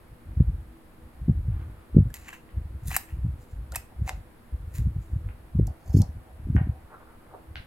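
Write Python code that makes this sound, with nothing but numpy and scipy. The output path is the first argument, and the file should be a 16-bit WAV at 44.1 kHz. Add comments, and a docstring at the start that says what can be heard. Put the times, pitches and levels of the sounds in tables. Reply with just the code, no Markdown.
"""A small room, with a stereo microphone on a stand close to two hands and a small metal flash unit.
The hands slide a sleeve over the battery tube, snap it home and turn the unit over. The tube scrapes
in tiny slips and clicks where the sleeve catches, the cord rubs and knocks on the case, and a thin
metal bracket rings. Arms brushing and bumping the stand reach the microphone through it as dull
thumps. Under it all lie a quiet room hum and hiss."""
import sys
import numpy as np
from scipy import signal
from scipy.fft import rfft, irfft
from scipy.io import wavfile

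SR = 44100
rng = np.random.default_rng(int(sys.argv[2]) if len(sys.argv) > 2 else 0)


def to_wav(s):
    """Save 16-bit WAV."""
    ch = np.atleast_2d(s).T  # columns
    pcm = np.round(np.clip(ch, -1, 1) * 32767)  # PCM
    wavfile.write(sys.argv[1], SR, pcm.astype(np.int16))


N = 337806
TIME = np.arange(N) / SR
FREQ = np.maximum(np.arange(N // 2 + 1) * SR / N, 1)

# Bright resonances of the battery tube. Each row: frequency in Hz, width in Hz, level in dB.
TUBE_MODES = [(4000, 500, -16.5), (5380, 260, -7), (6200, 540, -13), (7700, 890, -2), (8420, 280, 8.5),
              (9400, 630, -5.5), (11500, 800, 3), (12200, 890, 9.5), (15500, 920, -26)]
# Soft resonances of the case in the hand. Each row: frequency in Hz, width in Hz, level in dB.
CASE_MODES = [(782, 110, 2), (959, 230, -1.5)]


def undb(db):
    """Decibels to gain."""
    return 10 ** (np.asarray(db) / 20)


def unit(x):
    """Scale to rms 1."""
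    return x / np.sqrt(np.mean(x ** 2) + 1e-18)


def peak(x, db):
    """Scale to a peak level."""
    return x * undb(db) / np.abs(x).max()


def add(track, s, sound):
    """Mix a sound into a track from time s."""
    start = max(int(s * SR), 0)
    track[start:start + len(sound)] += sound[:N - start]


def cut(x, hz, kind, order=4):
    """Low-pass or high-pass filter."""
    sos = signal.butter(order, min(hz, SR / 2 - 100), kind, fs=SR, output="sos")
    return signal.sosfilt(sos, x + 1e-18)


def colour(x, points):
    """Filter by a spectrum of (Hz, dB) points."""
    hz, db = np.transpose(points)
    return irfft(rfft(x) * undb(np.interp(np.log(FREQ), np.log(hz), db)), N)


def ring(modes, size=1024):
    """Impulse response of (Hz, width in Hz, dB) resonances."""
    t = TIME[:size]
    return sum(undb(db) * width * np.exp(-np.pi * width * t) * np.cos(2 * np.pi * hz * t)
               for hz, width, db in modes)


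def resonate(force, modes, lowest_hz):
    """A force rings a small part, which radiates little below lowest_hz."""
    return cut(signal.fftconvolve(force, ring(modes))[:len(force)], lowest_hz, "high")


def wander(rate):
    """A random curve with a spread near 1 and rate turning points a second."""
    knots = rng.standard_normal(4000)
    return np.interp(TIME * rate, np.arange(len(knots)), knots)


def friction(rate, spread_db):
    """Tiny slips of uneven size, about rate a second, at rms 1."""
    slips = (rng.random(N) < rate / SR) * rng.standard_normal(N)
    return unit(slips * undb(spread_db * rng.standard_normal(N)))


def contact(decay_s, chatter, size=2048):
    """One sharp blow and a brief dying chatter of the two surfaces."""
    t = TIME[:size]
    return (t == 0) + chatter * rng.standard_normal(size) * np.exp(-t / decay_s)


def swell(s, rise_s, fall_s, shape=0.93):
    """Gain of a stroke: 1 at its fastest moment s, 20 dB down rise_s before and fall_s after."""
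    away = np.maximum((s - TIME) / rise_s, (TIME - s) / fall_s)
    gain, near = np.zeros(N), away < 4
    gain[near] = undb(-20 * away[near] ** shape)
    return gain


def strokes(rows):
    """Gain of a series of rubbing strokes."""
    return sum(undb(db) * swell(s, rise_s, fall_s) for s, rise_s, fall_s, db in rows)


def room_tone(noise_db=-53.22, drone_db=-62):
    """Low room noise, droning at a few pitches, with the microphone's hiss on top."""
    # Spectrum of hum and hiss. Each row: frequency in Hz, relative density in dB.
    hum_spectrum = [(25, 4.9), (60, 2.5), (130, -3), (200, -4), (320, -6.5), (420, -10.5), (850, -13.5),
                    (1800, -19.5), (3000, -28.5), (4500, -33.5), (6000, -39.5), (10500, -29), (12500, -31),
                    (15500, -37.5)]
    # Stereo width of that noise. Each row: frequency in Hz, side minus mid in dB.
    hum_width = [(60, -12), (250, -8.5), (600, -1.5), (2400, -1), (5000, 1.5), (10000, -10), (15000, 1)]
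    # Narrow resonances in the room noise. Each row: frequency in Hz, width in Hz, level in dB.
    drone_modes = [(192, 11, -21), (239.5, 3.5, -0.5), (325, 1.6, 7.5), (494, 2.4, 2)]
    mid, side = (unit(colour(noise, hum_spectrum)) for noise in rng.standard_normal((2, N)))
    side = colour(side, hum_width)
    drone = unit(signal.fftconvolve(rng.standard_normal(N), ring(drone_modes, size=16384))[:N])
    drone = cut(drone, 530, "low") * undb(drone_db)
    return np.array([mid + side, mid - side]) * undb(noise_db) + drone


def stand_rumble(attack_s=0.033, release_s=0.07, sag_db_per_s=14):
    """An arm rubs the stand: each brush sets in, sags and lets go; the fades are times for 20 dB."""
    # Brushes of the arm. Each row: start in seconds, length in seconds, level in dB.
    brushes = [(0.116, 0.0078, -39), (0.269, 0.068, -37.5), (0.369, .18, -25.5), (0.605, .11, -44.5),
               (1.036, 0.0099, -43), (1.206, 0.12, -30), (1.296, 0.4, -29), (1.59, 0.14, -36),
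               (1.713, 0.085, -46), (1.962, 0.084, -18), (2.175, 0.0092, -39.5), (2.546, .21, -31.5),
               (2.838, 0.092, -28), (3.128, 0.1, -33.5), (3.238, 0.051, -23.5), (3.322, 0.046, -32),
               (3.537, 0.12, -35), (3.723, 0.037, -31.5), (3.999, .045, -26), (4.117, 0.071, -34),
               (4.529, 0.22, -34.5), (4.786, 0.13, -26.5), (5.017, 0.057, -40.5), (5.114, 0.18, -31),
               (5.3, 0.15, -45), (5.563, 0.097, -20.5), (5.893, 0.27, -30), (6.306, .03, -46.5),
               (6.417, 0.2, -31.5), (6.523, 0.18, -26.5), (6.75, 0.1, -47), (7.496, .1, -44.5)]
    stand_response = [(20, -16.5), (35, -2), (50, 8), (75, 8), (120, -3), (200, -17.5),
                      (320, -26), (600, -55), (2000, -101)]  # Each row: frequency in Hz, gain in dB.
    level_db = np.full(N, -np.inf)
    for s, length_s, db in brushes:
        t = TIME - s
        fade = np.maximum(-t / attack_s, 0) + np.maximum((t - length_s) / release_s, 0)
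        level_db = np.maximum(level_db, db - 20 * fade - sag_db_per_s * np.maximum(t, 0))
    rumble = unit(colour(friction(rate=260, spread_db=3.2), stand_response))
    return rumble * undb(level_db)


def jolt(hz, turns, size):
    """A soft push and rebound of the heavily damped stand, centred in its window."""
    t = TIME[:size] - size / 2 / SR
    return np.imag((1 - 2j * np.pi * hz * t / turns) ** -(turns + 1))


def stand_bumps(clunk_hz=290, clunk_db=-12, hardening=2.15, pushes=4, size=4096):
    """An arm bumps the stand, which rocks back in rebounds of falling pitch."""
    # Each row: time in seconds, level in dB, pitch in Hz, loss at the first rebound in dB.
    bumps = [(0.376, -17, 88, 12), (0.407, -5.5, 112, 7.5), (0.499, -22.5, 93, 10),
             (1.285, -12.5, 162, 3.5), (1.298, -7.5, 113, 7), (1.487, -15, 86, 2), (1.948, -22, 220, 7),
             (1.969, -1, 144, 2.5), (1.982, -15.5, 280, 10), (2.574, -21.5, 79.4, 7),
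             (2.891, -24.5, 94, 22), (3.251, -17, 111, 3), (4.022, -20, 107, 16), (4.793, -17, 93, 13),
             (4.873, -16.5, 115, 20), (4.966, -18, 93, 3), (5.164, -17, 87, 30), (5.556, -14.5, 116.6, 8),
             (5.592, -9.5, 117, 3.5), (5.598, -14, 267, 17), (5.944, -18, 228, 4), (5.951, -4.5, 110, 2.5),
             (5.97, -11, 192, 2.5), (6.003, -8.5, 120, 9), (6.472, -29.5, 205, -1), (6.503, -14, 113, 12),
             (6.552, -12, 167, 7), (6.563, -7.5, 81.5, 24), (6.615, -11, 102, 20), (6.673, -23, 175, 10),
             (6.698, -15.5, 88, 14)]
    rock_s, scatter, pitch_ratio, loss_power = 0.019, 0.14, 0.86, 1.5
    out, lead_s = np.zeros(N), size / 2 / SR
    all_gaps = rock_s * (1 + scatter * rng.standard_normal((len(bumps), pushes)))
    for (s, db, hz, loss_db), gaps in zip(bumps, all_gaps):
        # Contact stiffens with force, so only hard bumps reach the stand's higher resonance.
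        clunk = undb(clunk_db + hardening * db) * jolt(clunk_hz, turns=6.7, size=size)
        add(out, s - lead_s, clunk)
        for k in range(pushes):
            push = jolt(hz * pitch_ratio ** k, turns=5.24, size=size)
            add(out, s + gaps[:k].sum() - lead_s, undb(db - loss_db * k ** loss_power) * push)
    return out


def case_knocks():
    """Sleeve, cord, plug and fingers hit the case: the softer the contact, the duller the knock."""
    # Each row: time in seconds, peak in dB, pitch of the hollow ring in Hz, treble cutoff in Hz.
    knocks = [(1.286, -46.5, 1825, 800), (2.491, -45.5, 1920, 4340), (4.0936, -37, 1960, 5500),
              (5.289, -39, 1980, 3000), (5.678, -38, 1810, 770), (6.023, -39.5, 1810, 696),
              (6.565, -25, 1630, 2400), (7.337, -38.5, 1800, 805), (7.5569, -25, 1970, 5000)]
    # Upper resonances of the case. Each row: frequency in Hz, width in Hz, level in dB.
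    clack_modes = [(1490, 500, 3), (2740, 1200, -17), (5000, 1600, -25)]
    out = np.zeros(N)
    for s, db, ring_hz, top_hz in knocks:
        modes = CASE_MODES + clack_modes + [(ring_hz, 380, 3)]
        knock = resonate(contact(decay_s=0.0047, chatter=0.05), modes, lowest_hz=496)
        add(out, s, peak(cut(knock, top_hz, "low", order=6), db))
    return out


def finger_rubs(waver_db=3.0):
    """Fingers brush the sleeve and draw the cord through; a shifting grip sounds the case."""
    # Skin on sleeve and cord. Each row: fastest moment, rise and fall in seconds, level in dB,
    # treble cutoff in Hz.
    rubs = [(1.58, 0.084, 0.21, -54.5, 3300), (1.8, .1, 0.57, -66, 3300), (6.905, 0.061, .4, -54, 1600),
            (7.12, 0.17, 0.33, -63, 1500), (7.345, 0.12, 0.11, -51.5, 1000)]
    # Spectrum of rubbing skin. Each row: frequency in Hz, gain in dB.
    skin_spectrum = [(200, -21.5), (400, 1.5), (750, -2.5), (1250, 2), (2000, -9.5), (3500, -14.5),
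                     (8000, -21), (16000, -56.5)]
    # Shifts of the grip. Each row: fastest moment, rise and fall in seconds, level in dB.
    grips = [(3.732, 0.0094, 0.036, -37.5), (3.93, 0.065, 0.054, -57), (4.094, 0.026, 0.05, -42),
             (5.89, .09, 0.093, -55), (6.032, 0.054, 0.019, -40), (6.27, 0.27, 0.29, -60),
             (6.585, 0.029, 0.07, -43.5), (6.74, 0.19, 0.17, -58.5)]
    slips = friction(rate=2100, spread_db=-2.5) * undb(waver_db * wander(40))
    skin = colour(slips, skin_spectrum)
    rub = sum(unit(cut(skin, top_hz, "low")) * undb(db) * swell(s, rise_s, fall_s)
              for s, rise_s, fall_s, db, top_hz in rubs)
    grip = unit(cut(resonate(slips, CASE_MODES, lowest_hz=590), 550, "low"))
    return rub + grip * strokes(grips)


def sleeve_clicks(ring_width_hz=75):
    """The sleeve catches on the tube and snaps home; its hollow ring depends on where it is struck."""
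    # Each row: time in seconds, peak of the bright edge in dB, hollow ring against the edge in dB,
    # ring pitch in Hz, case knock against the edge in dB, treble cutoff of the edge in Hz.
    clicks = [(2.103, -47.5, -1, 1700, -11, 9140), (2.1414, -25, -9.5, 1940, -24, 13200),
              (2.3284, -46.5, 6, 1660, 0, 8900), (2.9062, -33.5, -3, 1970, -2, 9000),
              (2.9144, -37, 7.5, 2560, 5, 12000), (2.949, -27, -4, 2670, -21, 15000),
              (2.965, -3, -15, 1880, -17, 17100), (3.721, -31, -12, 1430, -25, 6000),
              (3.7488, -37, 7.5, 1860, -10, 8000), (3.7581, -13.5, -16, 2240, -16.5, 9300),
              (3.7607, -16.5, -12.5, 2570, -13, 11000), (4.077, -40.5, 3, 2100, 8, 5000),
              (4.093, -23.5, 2.5, 2065, -3, 4000)]
    out = np.zeros(N)
    for s, db, ring_db, ring_hz, knock_db, top_hz in clicks:
        edge = resonate(contact(decay_s=0.0047, chatter=0.1), TUBE_MODES, lowest_hz=3000)
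        edge = cut(edge, top_hz, "low", order=2)
        blow = contact(decay_s=0.0013, chatter=0.36)
        hollow = resonate(blow, [(ring_hz, ring_width_hz, 0)], lowest_hz=1340)
        case = cut(resonate(blow, CASE_MODES, lowest_hz=680), 1700, "low")
        add(out, s, peak(edge, db) + peak(hollow, db + ring_db) + peak(case, db + knock_db))
    return out


def sleeve_scrapes(judder_db=1.6):
    """The sleeve scrapes along the tube, gripping and letting go."""
    # Each row: fastest moment, rise and fall in seconds, then bright edge, hiss and hollow body in dB.
    slides = [(2.152, 0.02, 0.095, -55, -55, -54), (2.255, 0.051, 0.067, -61, -76, -68),
              (2.289, 0.047, 0.038, -57.5, -57.5, -44.5), (2.334, 0.0072, 0.037, -53, -54, -43),
              (2.88, 0.025, 0.055, -45.5, -40.5, -85), (2.957, 0.064, .018, -40.5, -39.5, -35.5),
              (3.085, 0.021, 0.083, -67, -62, -55), (3.418, 0.044, 0.05, -65.5, -67, -78),
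              (3.52, 0.061, .06, -71.5, -78, -78), (3.758, 0.024, 0.039, -52, -43, -42.5),
              (4.088, 0.028, 0.02, -45.5, -47, -44), (4.766, 0.037, 0.051, -49.5, -47.5, -51.5),
              (5.02, .05, 0.22, -71, -75, -80)]
    # Hollow resonances of the sleeve. Each row: frequency in Hz, width in Hz, level in dB.
    sleeve_modes = [(1000, 590, -2.5), (1880, 460, 5), (2646, 430, 2)]
    # Colour of the surface grain. Each row: frequency in Hz, gain in dB.
    grain = [(4000, 11), (5500, 2), (7000, 11), (9800, 1.5), (12800, -12.5), (16000, -1)]
    force = friction(rate=7700, spread_db=4.5) * undb(judder_db * wander(110))
    rasp = colour(resonate(force, TUBE_MODES, lowest_hz=4000), grain)
    hiss = unit(cut(rasp, 9500, "high", order=8))
    edge = unit(cut(rasp, 7600, "low", order=8))
    body = unit(cut(resonate(force, sleeve_modes, lowest_hz=770), 2840, "low", order=8))
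    out = np.zeros(N)
    for s, rise_s, fall_s, edge_db, hiss_db, body_db in slides:
        scrape = undb(edge_db) * edge + undb(hiss_db) * hiss + undb(body_db) * body
        out += swell(s, rise_s, fall_s) * scrape
    return out


def bracket(crack_db=-2, ring_db=-9.0, slip_db=-7, size=8192):
    """The thin bracket rings when it is ticked or a finger drags across it."""
    # Modes of the bracket. Each row: frequency in Hz, level in dB, seconds to fall 60 dB.
    modes = [(4590, -10, 0.11), (5340, 0.5, 0.035), (6420, 2, 0.011), (6460, 4, 0.01), (7300, -8.5, 0.077),
             (9900, -8, 0.034), (10500, -5, 0.03), (12070, 0.5, 0.038), (14420, -6, 0.046)]
    # Ticks on it. Each row: time in seconds, level in dB, treble cutoff in Hz.
    ticks = [(5.67, -29.5, 12500), (6.0177, -17.5, 6600), (6.558, -43, 11100)]
    # Finger drags. Each row: fastest moment, rise and fall in seconds, level in dB.
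    drags = [(5.878, 0.078, 0.053, -64.5), (5.993, 0.074, 0.03, -42)]
    t = TIME[:size]
    chime = sum(undb(db - 60 * t / t60) * np.sin(2 * np.pi * hz * t) for hz, db, t60 in modes)
    slips = friction(rate=800, spread_db=-1.5)
    drag = unit(signal.fftconvolve(slips, chime)[:N]) + undb(slip_db) * cut(slips, 4600, "high")
    out = drag * strokes(drags)
    for s, db, top_hz in ticks:
        crack = cut(contact(decay_s=0.0031, chatter=0.71, size=size), 5000, "high")
        tick = peak(crack, db + crack_db) + peak(chime, db + ring_db)
        add(out, s, cut(tick, top_hz, "low", order=2))
    return out


def room(x, wet_db, t60_low=0.29, t60_high=0.26, split_hz=4000, gap_s=0.0068, size=22050):
    """Dense reflections of a small room; the two channels are more alike in the treble."""
    t = TIME[:size]
    mid, side = rng.standard_normal((2, size))
    side = 0.45 * side + 0.6 * cut(side, 6000, "low", order=1)
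    out = []
    for noise in (mid + side, mid - side):
        low = cut(noise, split_hz, "low") * undb(-60 * t / t60_low)
        high = cut(noise, split_hz, "high") * undb(-60 * t / t60_high)
        tail = (low + high) * (t > gap_s)
        out.append(signal.fftconvolve(x, tail / np.linalg.norm(tail))[:N])
    return undb(wet_db) * np.array(out)


def microphone(x, left_db=0.17):
    """Two closely spaced ports: their difference is a quarter cycle out of step with their sum."""
    # Stereo width for close sounds. Each row: frequency in Hz, side minus mid in dB.
    port_difference = [(50, -36.5), (220, -32.5), (450, -29), (900, -6), (2000, -2), (3000, -0.5),
                       (6000, -6), (8500, -6.5), (13000, -16)]
    side = colour(irfft(1j * rfft(x), N), port_difference)
    return np.array([x - side, x + side]) * undb([[left_db], [-left_db]])


def scene():
    """Airborne sounds excite the room; the thumps travel only through the stand."""
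    metal = sleeve_clicks() + bracket()
    scrape = sleeve_scrapes() + finger_rubs()
    knocks = case_knocks()
    thumps = stand_bumps() + stand_rumble()
    reflections = room(metal, wet_db=-14.0) + room(scrape, wet_db=-8.0) + room(knocks, wet_db=1.5)
    return microphone(metal + scrape + knocks + thumps) + reflections + room_tone()


def record(dry):
    """The recorder cuts the treble steeply above 15.9 kHz."""
    return signal.sosfilt(signal.ellip(10, .1, 80, 15900, fs=SR, output="sos"), dry)


dry = scene()
out = record(dry)
to_wav(out)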